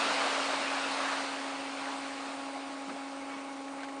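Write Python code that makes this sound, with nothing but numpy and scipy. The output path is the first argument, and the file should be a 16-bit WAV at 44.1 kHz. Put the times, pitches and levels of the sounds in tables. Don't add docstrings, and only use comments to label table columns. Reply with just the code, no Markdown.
import sys
import numpy as np
from scipy import signal
from scipy.fft import rfft, irfft, next_fast_len
from scipy.io import wavfile
from scipy.ndimage import uniform_filter1d, map_coordinates

SR = 44100
rng = np.random.default_rng(int(sys.argv[2]) if len(sys.argv) > 2 else 0)


def store_pcm(level_fs):
    pcm = np.round(np.clip(level_fs, -1, 1) * 32767).astype(np.int16)
    wavfile.write(sys.argv[1], SR, np.atleast_2d(pcm).T)


N = 176400

# time in seconds, level in dB.
CHURN_CURVE = [(0, -31), (.33, -33), (.46, -33), (.6, -35), (.74, -35), (.88, -35), (1.11, -35.5),
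               (1.3, -38), (1.52, -42), (1.76, -42.5), (1.87, -41.5), (2.0, -43), (2.25, -43.5),
               (2.65, -47.5), (2.87, -48), (3.2, -49.5), (4.0, -53)]
# frequency in Hz, relative level in dB.
RUSH_COLOUR = [(30, -56), (70, -37.5), (130, -28.5), (240, -10), (330, -9.5), (420, -14), (500, -2),
               (620, -1), (1300, -1.5), (1900, -6), (2600, -5), (3300, -10), (4300, -11), (6000, -22),
               (9600, -31.5)]
# frequency in Hz, relative level in dB.
FOAM_COLOUR = [(500, -20.5), (2500, -16), (4100, 0.5), (5800, -3.5), (8200, -5.5), (9500, -5)]
# multiple of the engine cycle rate, level in dB.
ENGINE_HARMONICS = np.column_stack([ [11, 12, 22, 24, 33, 36, 44, 77, 88, 99],
                    [-44.5, -61.5, -54.5, -62.5, -50.0, -61.5, -54.5, -76.0, -63, -76.0]])
# frequency in Hz, relative level in dB.
CLATTER_COLOUR = [(30, -40.5), (70, -13), (140, -14.5), (240, -1.5), (340, 2), (440, 0), (560, 4.5),
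                  (830, 4), (1350, 1), (1800, -9.5), (2250, -4), (3200, -18.5), (6000, -19), (9600, -16)]
# peak time and half-length in seconds, level in dB, centre in Hz, width in octaves.
SLOSH_SWELLS = [(0.29, 0.075, -37, 1020, 0.62), (1.095, 0.074, -39.5, 1160, .8),
                (1.86, 0.054, -41.5, 730, 0.82), (2.3, 0.038, -48.5, 650, 0.73),
                (2.477, 0.018, -47.5, 840, 0.61), (2.572, 0.016, -43, 830, 0.25),
                (2.898, 0.015, -44, 900, 0.9), (3.345, 0.053, -44.5, 890, 0.81),
                (3.807, 0.034, -47.5, 1290, .8)]
# peak time and half-length in seconds, level in dB, air pocket pitch in Hz.
THUMP_SWELLS = [(2.889, 0.012, -50, 200), (2.912, 0.018, -46, 226.3)]
# frequency in Hz, relative level in dB.
GURGLE_COLOUR = [(60, -36), (130, -18), (190, -0.5), (250, 0), (400, -15.5), (530, -3.5), (1000, -33)]
# start in seconds, level in dB, bubble pitch in Hz.
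DROP_HITS = [(3.681, -34, 1750), (3.784, -36.5, 1400), (3.795, -37, 2200), (3.811, -38, 1150),
             (3.8323, -26, 1540), (3.841, -32, 1020), (3.886, -32.5, 1950), (3.894, -37, 2300)]
# frequency in Hz, relative level in dB.
SPLASH_COLOUR = [(600, -17), (1500, 1), (4300, -5), (9600, -23)]
# peak time and half-length in seconds, level in dB, pitch in Hz.
SQUEAK_SWELLS = [(3.222, .018, -56, 2200), (3.331, .027, -50, 2243)]

LOW_CUT_HZ, TOP_HZ = 56, 9680


def wake(rush_db=1.04, bubble_db=-15, foam_db=-8.5, foam_follows=0.8):
    churn_db = np.interp(seconds(), *np.transpose(CHURN_CURVE))
    rush = amp(rush_db + 0.1 * wobble(14)) * noise(RUSH_COLOUR, patchy_db=1.5)
    peak_db = churn_db.max()
    fizz_db = foam_db + peak_db + foam_follows * (churn_db - peak_db)
    foam = amp(fizz_db) * noise(FOAM_COLOUR, patchy_db=1.75)
    return amp(churn_db) * (rush + amp(bubble_db) * bubbles()) + foam


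def bubbles(per_s=900, centre_hz=1184, spread=0.651, ring_cycles=13.4, rise=0.34, scatter_db=2):
    count = int(per_s * N / SR)
    when, radius, angle, size = rng.random((8192, 4))[:count].T
    bell_draw = np.sqrt(-2 * np.log(1 - radius)) * np.cos(2 * np.pi * angle)
    hz = np.clip(centre_hz * np.exp(spread * bell_draw), 400, 8000)
    offsets = np.arange(SR // 50)
    cycles = hz[:, None] * offsets / SR
    age = np.minimum(cycles / ring_cycles, 2)
    envelope = amp(-40 * age) * (1 - np.exp(-2 * cycles))
    rings = envelope * np.sin(2 * np.pi * cycles * (1 + rise * age / 2))
    rings *= amp(-scatter_db * np.log(np.maximum(size, .01)))[:, None]
    positions = (when * N).astype(int)[:, None] + offsets
    return unit(np.bincount(positions.ravel(), rings.ravel(), N)[:N])


def engine(cycle_hz=24.98, drift=0.000829, clatter_db=-47, knock_depth=0.81, decay_cycles=0.51):
    cycles = np.cumsum(cycle_hz * (1 + drift * wobble(4.99))) / SR
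    drone = np.zeros(N)
    for order, db in ENGINE_HARMONICS:
        depth = 0.043 + 0.0043 * order
        flutter = 1 + depth * (wobble(16) + 1j * wobble(25)) / 2
        tone = np.exp(2j * np.pi * (order * cycles + rng.random()))
        drone += np.sqrt(2) * amp(db) * np.real(flutter * tone)
    knocks = unit(1 + knock_depth * np.exp(-(cycles % 1) / decay_cycles))
    return drone + amp(clatter_db) * knocks * noise(CLATTER_COLOUR, patchy_db=1.66)


def wavelets(skirt_db_per_width=11.5):
    hz, out = np.geomspace(LOW_CUT_HZ, TOP_HZ), np.zeros(N)
    for s, length, db, centre, width in SLOSH_SWELLS:
        colour = skirt_db_per_width * (1 - np.hypot(1, np.log2(hz / centre) / width))
        out += amp(db) * swell(s, length) * noise(np.column_stack([hz, colour]), patchy_db=3.5)
    return out


def thumps(gurgle_db=2.5):
    out = np.zeros(N)
    for s, length, db, hz in THUMP_SWELLS:
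        pocket = glide(s, hz, oct_per_s=4)
        out += amp(db) * swell(s, length) * (pocket + amp(gurgle_db) * noise(GURGLE_COLOUR))
    return out


def drops(ring_db=-6, ring_t60_s=0.026, splash_db=-16, splash_t60_s=0.055):
    spray, out = noise(SPLASH_COLOUR), np.zeros(N)
    for s, db, hz in DROP_HITS:
        t = np.maximum(seconds() - s, 0)
        attack = 1 - np.exp(-t * hz)
        ring = amp(ring_db - 60 * t / ring_t60_s) * np.sin(2 * np.pi * hz * t)
        splash = amp(splash_db - 60 * t / splash_t60_s) * spray
        out += amp(db) * attack * (ring + splash)
    return out


def squeaks(sag_oct=.012):
    return sum(amp(db) * swell(s, length) * glide(s, hz, -sag_oct / length)
               for s, length, db, hz in SQUEAK_SWELLS)


def amp(db):
    return 10 ** (np.asarray(db) / 20)


def unit(x):
    return x / np.sqrt(np.mean(x ** 2) + 1e-20)


def seconds():
    return np.arange(N) / SR


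def wobble(rate):
    return map_coordinates(rng.standard_normal(2048), [seconds() * rate], mode="wrap")


def filtered(x, response):
    size = next_fast_len(N + SR // 2)
    return irfft(rfft(x, size) * response(np.fft.rfftfreq(size, 1 / SR)), size)[:N]


def noise(colour, patchy_db=0):
    spectra = signal.stft(rng.standard_normal(N), nperseg=512)[2]
    patches = uniform_filter1d(rng.standard_normal(spectra.shape), size=5, axis=0)
    patches = uniform_filter1d(patches, size=9, axis=1)
    hiss = signal.istft(spectra * amp(patchy_db * unit(patches)), nperseg=512)[1][:N]
    points_hz, db = np.transpose(colour)

    def eq(hz):
        bass_rolloff = np.minimum(hz / points_hz[0], 1) ** 2
        return amp(np.interp(np.log(hz + 1), np.log(points_hz), db)) * bass_rolloff
    return unit(filtered(hiss, eq))


def swell(s, length):
    return np.exp(-.5 * ((seconds() - s) / length) ** 2)


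def glide(s, hz, oct_per_s):
    pitch = hz * 2 ** np.clip(oct_per_s * (seconds() - s), -1, 1)
    return np.sqrt(2) * np.sin(2 * np.pi * (np.cumsum(pitch) / SR + rng.random()))


def scene():
    return (wake() + engine() + wavelets() + thumps() + drops() + squeaks())[None]


def record(dry):
    def passband(hz):
        return (hz < TOP_HZ) * hz ** 2 / np.hypot(hz ** 2, LOW_CUT_HZ ** 2)
    return np.array([filtered(x, passband) for x in dry])


dry = scene()
out = record(dry)
store_pcm(out)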